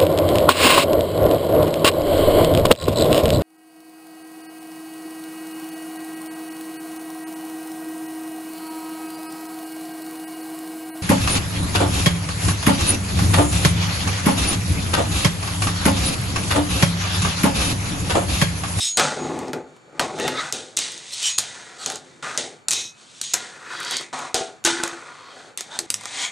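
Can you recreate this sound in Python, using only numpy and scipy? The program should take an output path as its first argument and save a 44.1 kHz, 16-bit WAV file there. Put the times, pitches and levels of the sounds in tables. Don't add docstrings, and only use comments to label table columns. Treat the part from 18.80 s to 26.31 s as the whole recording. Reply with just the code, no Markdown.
import sys
import numpy as np
from scipy import signal
from scipy.fft import rfft, irfft, next_fast_len
from scipy.io import wavfile

SR = 44100
rng = np.random.default_rng(int(sys.argv[2]) if len(sys.argv) > 2 else 0)


def pcm_store(signal):
    levels = np.round(np.clip(np.atleast_2d(signal), -1, 1) * 32767)
    wavfile.write(sys.argv[1], SR, levels.astype(np.int16).T)


N = 331191
CUT_S = 7.064

# (frequency [Hz], width [Hz], level relative to the wood under the rolling [dB])
DESK_MODES = [(105, 10, -29), (153.4, 22, -13), (208, 59, -18)]
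# (frequency [Hz], side minus mid [dB])
SIDE_SPECTRUM = [(60, -20), (150, -21), (500, -13.5), (1500, -17.5), (3800, -10), (4200, -62), (14000, -33)]


def from_db(db):
    return 10 ** (np.asarray(db) / 20)


def rms_one(x):
    return x / np.sqrt(np.mean(x ** 2) + 1e-20)


def at_hz(points, hz):
    points = np.array(points)
    return np.interp(np.log(hz), np.log(points[:, 0]), points[:, 1])


def coloured(x, spectrum):
    size = next_fast_len(N)
    hz = np.maximum(np.arange(size // 2 + 1) * SR / size, 1)
    shaped = irfft(rfft(x, size) * from_db(at_hz(spectrum, hz)), size)
    return rms_one(shaped[..., :N])


def resonance(x, hz, width_hz):
    radius = np.exp(-np.pi * width_hz / SR)
    poles = [1, -2 * radius * np.cos(2 * np.pi * hz / SR), radius * radius]
    return rms_one(signal.lfilter([1, 0, -1], poles, x))


def ring(clicks, hz, t60):
    radius = from_db(-60 / (t60 * SR))
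    angle = 2 * np.pi * hz / SR
    poles = [1, -2 * radius * np.cos(angle), radius * radius]
    return signal.lfilter([0, np.sin(angle)], poles, clicks + 1e-18)


def struck(blows, modes):
    clicks = np.zeros(N)
    for s, db in blows:
        clicks[int(s * SR)] = from_db(db)
    return sum(from_db(db) * ring(clicks, hz, t60) for hz, db, t60 in modes)


def grit(per_s, spread_db):
    spread = from_db(spread_db * np.minimum(rng.exponential(1, N), 5))
    sizes = spread * rng.standard_normal(N)
    return rms_one(sizes * (rng.random(N) < per_s / SR))


def rolling():
    # (frequency [Hz], width [Hz], level [dB])
    panel_modes = [(263.6, 31, 3), (338.7, 42, 2.5), (398, 31, 2), (478.6, 76, 3.5), (564, 31, 1.5),
                   (654, 57, 1), (762, 42, 5), (853, 27, 3)]
    # (frequency [Hz], width [Hz], level [dB])
    deck_modes = [(984, 102, 5), (1205, 130, 3.5), (1440, 110, 4), (1517, 44, 0.5), (1647, 157, 1),
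                  (2035, 220, 6), (2505, 220, 3)]
    # (frequency [Hz], relative level per Hz [dB])
    wheel_spectrum = [(1290, -15.5), (2200, -3.5), (3640, 7), (5080, 1), (6610, 4.5), (7250, 1), (8270, 2),
                      (9140, -2), (10800, -17), (12200, -55.5), (12600, -38), (13700, -75), (14000, -84)]
    wood_follows, deck_follows = .65, .8
    desk_softer_s, desk_softer_db = 5.33, -8.0

    t, under, (wood_db, wood_hz, deck_db, deck_hz, wheel_db) = motion()
    wood_power = from_db(2 * (wood_db - wood_follows * under)) + 1e-30
    deck_power = from_db(2 * (deck_db - deck_follows * under)) + 1e-30
    wheel_power = from_db(2 * (wheel_db - under)) + 1e-30

    def smooth(values):
        return np.interp(np.arange(N) / SR, t, values)

    def pitch(power, hz):
        return smooth(np.sum(power * hz, 0) / np.sum(power, 0))

    def level(power):
        return smooth(np.sqrt(np.sum(power, 0)))

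    bumps = grit(per_s=2500., spread_db=1.0)
    fine = grit(per_s=12000., spread_db=1.5)
    wood = body(bumps, panel_modes, pitch(wood_power, wood_hz), focus_db=12.5, rest_db=8.0)
    desk_gain = from_db(desk_softer_db * (np.arange(N) > desk_softer_s * SR))
    desk = sum(from_db(db) * resonance(bumps, hz, width) for hz, width, db in DESK_MODES)
    wood = wood + desk_gain * desk
    deck = body(bumps, deck_modes, pitch(deck_power, deck_hz), focus_db=35.0, rest_db=7.5)
    wheels = coloured(fine, wheel_spectrum)
    return level(wood_power) * wood + level(deck_power) * deck + level(wheel_power) * wheels


def motion():
    # (loudest time [s], wheels' time to gain the last 20 dB [s], run-on until lift-off [s], wood level
    # [dB], wood pitch [Hz], deck level [dB], deck pitch [Hz], wheel level [dB])
    run_ons = [(0.03, .3, .06, -56, 270, -55, 2300, -27), (0.44, .12, .25, -24, 310, -34.5, 1050, -42),
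               (0.88, .1, .3, -59, 480, -66, 1300, -61), (1.18, .08, .012, -42, 480, -44, 1300, -56),
               (1.428, .15, .1, -22, 414, -34, 1310, -33), (1.62, .25, .07, -38, 705, -29, 1440, -33),
               (2.47, .22, .05, -53, 627, -38.5, 2360, -23), (2.75, .1, .25, -49, 460, -41, 1620, -44),
               (3.04, .08, .03, -42, 636, -39, 1370, -32.5), (3.066, .004, .09, -33, 530, -40, 1450, -31),
               (3.25, .1, .18, -50, 380, -54, 1750, -53), (3.426, .001, .14, -36, 600, -28, 1420, -34),
               (3.91, .004, .1, -42, 450, -38, 2300, -25), (4.2, .1, .2, -58, 500, -56, 1250, -50),
               (4.4, .25, .012, -66, 400, -66, 1400, -43.5), (4.43, .004, .1, -65, 500, -52, 2150, -31),
               (4.92, .17, .13, -45, 420, -31, 1480, -42), (5.09, .2, .045, -50, 450, -29, 1450, -45),
               (5.14, .25, .09, -39, 450, -34, 2100, -32), (5.329, .001, .14, -32.5, 750, -28, 1150, -34),
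               (5.99, .06, .04, -40, 450, -29, 1550, -38), (6.28, .2, .25, -52, 550, -40, 1200, -50),
               (6.58, .15, .12, -43, 520, -44, 1500, -48), (6.96, .13, .02, -40, 700, -40, 1390, -38),
               (7.0, .004, .07, -36, 320, -47, 1700, -43), (7.43, .24, .03, -39, 730, -30.5, 2050, -26)]
    # (time [s], wheels' time to lose 20 dB [s],
    # wood level [dB], wood pitch [Hz], deck level [dB], deck pitch [Hz], wheel level [dB])
    landings = [(0.174, .175, -17.5, 665, -16, 1400, -16), (0.734, .1, -24, 417, -34, 1340, -44),
                (1.198, .11, -21.5, 620, -23.5, 1010, -25.5), (1.728, .17, -32.5, 450, -36.5, 1520, -27.5),
                (1.972, .25, -40, 450, -35, 1900, -22.5), (2.59, .25, -42, 650, -38, 1710, -29.5),
                (3.578, .12, -28.5, 500, -32, 1900, -23.5), (4.545, .25, -39, 550, -32, 1650, -31),
                (5.548, .12, -26, 520, -26, 1420, -21.5), (5.852, .14, -28, 350, -20.5, 1600, -16),
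                (6.03, .24, -36, 550, -28, 1400, -33.5), (6.78, .11, -50, 425, -39, 2100, -32.5),
                (7.105, .5, -56, 400, -66, 1500, -48)]
    run_on_sag_db, lifted_db_per_s = 6.0, 240.

    t = np.arange(0, N, 32) / SR
    under = [np.where(t < s, 200, 20 * (t - s) / fade) for s, fade, *_ in landings]
    for s, rise, run, *_ in run_ons:
        slowing = run_on_sag_db * np.minimum((t - s) / run, 1)
        lifted = lifted_db_per_s * np.maximum(t - s - run, 0)
        swell = np.where(t < s, 20 * (s - t) / rise, slowing + lifted)
        broken_off = (s < CUT_S) & (t > CUT_S)
        under.append(swell + 200 * broken_off)
    settings = np.array([row[-5:] for row in landings + run_ons])
    return t, np.array(under), settings.T[:, :, None]


def body(bumps, modes, loudest_hz, focus_db, rest_db):
    gains, rings = [], []
    for k, (hz, width, db) in enumerate(modes):
        octaves = np.log2(hz / loudest_hz)
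        gains.append(from_db(db - np.minimum(focus_db * octaves ** 2, rest_db)))
        rings.append(resonance(bumps, hz, width) * (-1) ** k)
    total = sum(gain * tone for gain, tone in zip(gains, rings))
    return total / np.sqrt(sum(gain ** 2 for gain in gains))


def scrapes():
    # (start [s], loudest time [s], end [s], level of each band [dB],
    # three ringing bands [Hz, Hz, Hz])
    rubs = [(-.03, 0.035, .14, -24.5, 3720, 5200, 8070), (1.377, 1.402, 1.68, -33, 2780, 3560, 1880),
            (1.535, 1.6, 1.62, -26, 2010, 1280, 3700), (2.298, 2.34, 2.36, -32, 4170, 5550, 8000),
            (2.4, 2.465, 2.53, -23, 3030, 5630, 7400), (2.974, 3.023, 3.06, -38, 4370, 1320, 7600),
            (3.9, 3.934, 4.14, -29.5, 3860, 5680, 6230), (4.85, 5.17, 5.23, -32, 3400, 3850, 4450),
            (6.15, 6.5, 6.8, -53, 3700, 3300, 4200), (6.895, 6.948, 7.0, -36, 3600, 910, 1510),
            (7.33, 7.438, 7.53, -31, 3240, 6760, 2200)]
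    slips = grit(per_s=4300.0, spread_db=2.0)
    t, out = np.arange(N) / SR, 0
    for start, loudest, end, db, *bands in rubs:
        swell = np.interp(t, [start, loudest, end], [0, 1, 0]) ** 1.32
        ringing = sum(resonance(resonance(slips, hz, 0.06 * hz), hz, 1.0 * hz) for hz in bands)
        out = out + from_db(db) * swell * ringing
    return out


def clacks():
    # (time [s], relative level [dB], thud relative to it [dB])
    contacts = [(0.172, 6, -28.5), (0.1963, -4, -3.5), (0.5904, -19, -24), (0.682, -27, -20),
                (0.7325, -20, -2), (0.9647, -51, 7.5), (1.1954, -10, 1), (1.3872, -26, 2),
                (1.3987, -16, -5), (1.479, -19, 9), (1.725, -4, -46), (1.9674, -10, -45), (1.971, 1.5, -55),
                (1.9894, -3, -46), (2.12, -24, -30), (2.1779, -22, -31), (2.338, -18, -30),
                (2.429, -6, -32), (2.582, 0, -29), (2.585, 7, -29), (2.5933, -7.5, -27),
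                (3.061, -3.5, -20.5), (3.1005, -10, -12), (3.12, -16, -12), (3.1575, -14.5, -14),
                (3.4256, -44, 4), (3.5757, -2, -39), (3.8844, 2, -31), (3.908, -1, -37), (3.9149, 0, -52),
                (3.9254, -6, -26), (3.933, 0, -33), (4.4142, -2, -39), (4.439, -15, -38), (4.5364, 5, -35),
                (4.5402, 4.5, -22), (5.003, -18, -20), (5.031, -18, -15), (5.049, -18, -20),
                (5.1106, -10, -20), (5.1204, -20, -3.5), (5.1684, -5.5, -45), (5.21, -20, -8),
                (5.39, -21, -20), (5.5441, 0, -36), (5.841, -20, -20), (5.8488, -2, -26), (5.8508, 2, -38),
                (5.8627, -5.5, -33), (5.8734, -10, -2.5), (6.0359, -1, -16), (6.0776, -14, -13.5),
                (6.775, -5, -36), (6.8079, -9, -19.5), (6.9711, -34, -21), (6.9898, 0.5, -22.5),
                (7.1028, 3, -28.5), (7.1419, 0, -51), (7.2104, -19, -21), (7.236, -26.5, -6),
                (7.2557, -15, -10)]
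    # (frequency [Hz], relative level per Hz [dB])
    rattle_spectrum = [(530, -25), (900, -18), (1880, -14.5), (4980, -2.5), (6720, 5), (7890, -1),
                       (9810, -5), (13200, -31), (14000, -29)]
    rattle_t60_s, thud_t60_s, boom_t60_s = .01, 0.032, 0.62

    out, clicks = np.zeros(N + SR), np.zeros(N)
    t = np.arange(SR // 8) / SR
    bright = coloured(rng.standard_normal(N), rattle_spectrum)
    dull = resonance(rng.standard_normal(N), 700, 1300)
    for s, contact_db, thud_db in contacts:
        i = int(s * SR)
        clicks[i] = from_db(contact_db + 0.5)
        since = t[:N - i]
        rattle = bright[i:i + len(t)] * from_db(-7.0 - 60 * since / rattle_t60_s)
        thud = dull[i:i + len(t)] * from_db(thud_db - 0.5 - 60 * since / thud_t60_s)
        out[i:i + len(rattle)] += from_db(contact_db) * (rattle + thud)
    click_band = signal.butter(1, [2500., 11000.], "band", fs=SR, output="sos")
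    snap = signal.sosfilt(click_band, clicks)
    snap = snap - 0.79 * np.roll(snap, int(.0013 * SR))
    boom = sum(ring(clicks, hz, boom_t60_s) for hz, width, db in DESK_MODES)
    return out[:N] + snap + from_db(-55.5) * boom


def rail():
    # (start [s], length [s], level before the sag [dB])
    singing = [(0.03, .17, -27), (0.37, .08, -43), (2.44, .155, -31), (4.41, .145, -38)]
    # (frequency [Hz], relative level [dB])
    song_tones = [(4107, -9), (6699, 3.5), (8737, -16)]
    # (time [s], level [dB])
    rail_blows = [(1.969, -48), (2.432, -31), (3.882, -45), (3.912, -31), (4.414, -50), (4.439, -46)]
    # (frequency [Hz], relative level [dB], decay time T60 [s])
    rail_modes = [(2541, 0, .6), (3752, -3, .4), (4107, -7, .5), (9238, -16, .35), (11640, -22, .2)]
    attack_s, sag_db_per_s = .045, 55.
    drop_db, drop_s, tail_db_per_s = 12., .03, 52.

    t, level = np.arange(N) / SR, 0
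    for s, length, db in singing:
        since_end = np.maximum(t - s - length, 0)
        sag = sag_db_per_s * np.clip(t - s, 0, length)
        drop = drop_db * np.minimum(since_end / drop_s, 1)
        fade_db = sag + drop + tail_db_per_s * since_end
        attack = np.clip((t - s) / attack_s, 0, 1)
        level = level + attack * from_db(db - fade_db)
    song = sum(from_db(db) * np.sin(2 * np.pi * (hz * t + rng.random())) for hz, db in song_tones)
    return struck(rail_blows, rail_modes) + np.sqrt(2) * level * song


def ramp():
    # (time [s], level [dB])
    ramp_blows = [(5.545, -19.5), (5.575, -32), (5.61, -23)]
    # (frequency [Hz], relative level [dB], decay time T60 [s])
    ramp_modes = [(405, -9.5, 0.39), (469, -2, 0.25), (664, -6, 0.36), (748, -3.5, 0.35)]
    return struck(ramp_blows, ramp_modes)


def ledge():
    # (time [s], level [dB])
    ledge_blows = [(5.85, -24.5), (5.871, -28.5), (5.93, -32), (6.0, -30.5), (6.036, -33), (6.13, -38)]
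    # (frequency [Hz], relative level [dB], decay time T60 [s])
    ledge_modes = [(339, 4, 0.23), (854, -6, 0.3), (910, -9, 0.3), (1510, 5.5, 0.16)]
    return struck(ledge_blows, ledge_modes)


def room(x):
    wet_t60_s, wet_db, side_t60_s = 0.12, -8.5, 0.027
    t = np.arange(int(.4 * SR)) / SR
    echoes = rng.standard_normal(len(t)) * from_db(-60 * t / wet_t60_s) * (t > .004)
    echoes = echoes / np.sqrt(np.sum(echoes ** 2))
    wet = from_db(wet_db) * signal.fftconvolve(x, echoes)[:N]
    early = rng.standard_normal(len(t)) * from_db(-60 * t / side_t60_s)
    early = early / np.sqrt(np.sum(early ** 2))
    side = signal.fftconvolve(x, early)[:N]
    side = side + 0.088 * x
    hz = np.maximum(np.arange(N // 2 + 1) * SR / N, 1)
    side = irfft(rfft(side) * from_db(at_hz(SIDE_SPECTRUM, hz)), N)
    return wet + side * np.array([[1], [-1]])


def air():
    # (frequency [Hz], relative level per Hz [dB])
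    air_spectrum = [(18, -49), (30, -23.5), (122, 5.5), (253, 1), (593, -6.5), (1360, -1.5), (2130, -10.5),
                    (3690, -19.5), (8880, -50), (10300, -35.5), (12000, -30), (15600, -88), (22000, -120)]
    # (frequency [Hz], peak level [dB])
    whine = [(2315, -65.5), (4420, -66.5), (7138, -65)]
    mid, side = coloured(rng.standard_normal((2, N)), air_spectrum)
    side = coloured(side, SIDE_SPECTRUM)
    tones = sum(from_db(db) * np.sin(2 * np.pi * hz * np.arange(N) / SR) for hz, db in whine)
    return from_db(-56) * (mid + side * np.array([[1], [-1]])) + tones


def scene():
    close = rolling() + scrapes() + clacks() + rail() + ramp() + ledge()
    before = np.arange(N) < CUT_S * SR
    return close + before * room(close) + room(close * ~before) + air()


def record(dry):
    bass_cut = signal.butter(1, 60., "high", fs=SR, output="sos")
    top_cut = signal.cheby2(12, 70, 14400, fs=SR, output="sos")
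    dry = signal.sosfilt(bass_cut, dry)
    rounded = 0.75 * np.tanh(dry / 0.87)
    return signal.sosfilt(top_cut, rounded)


dry = scene()
out = record(dry)
pcm_store(out)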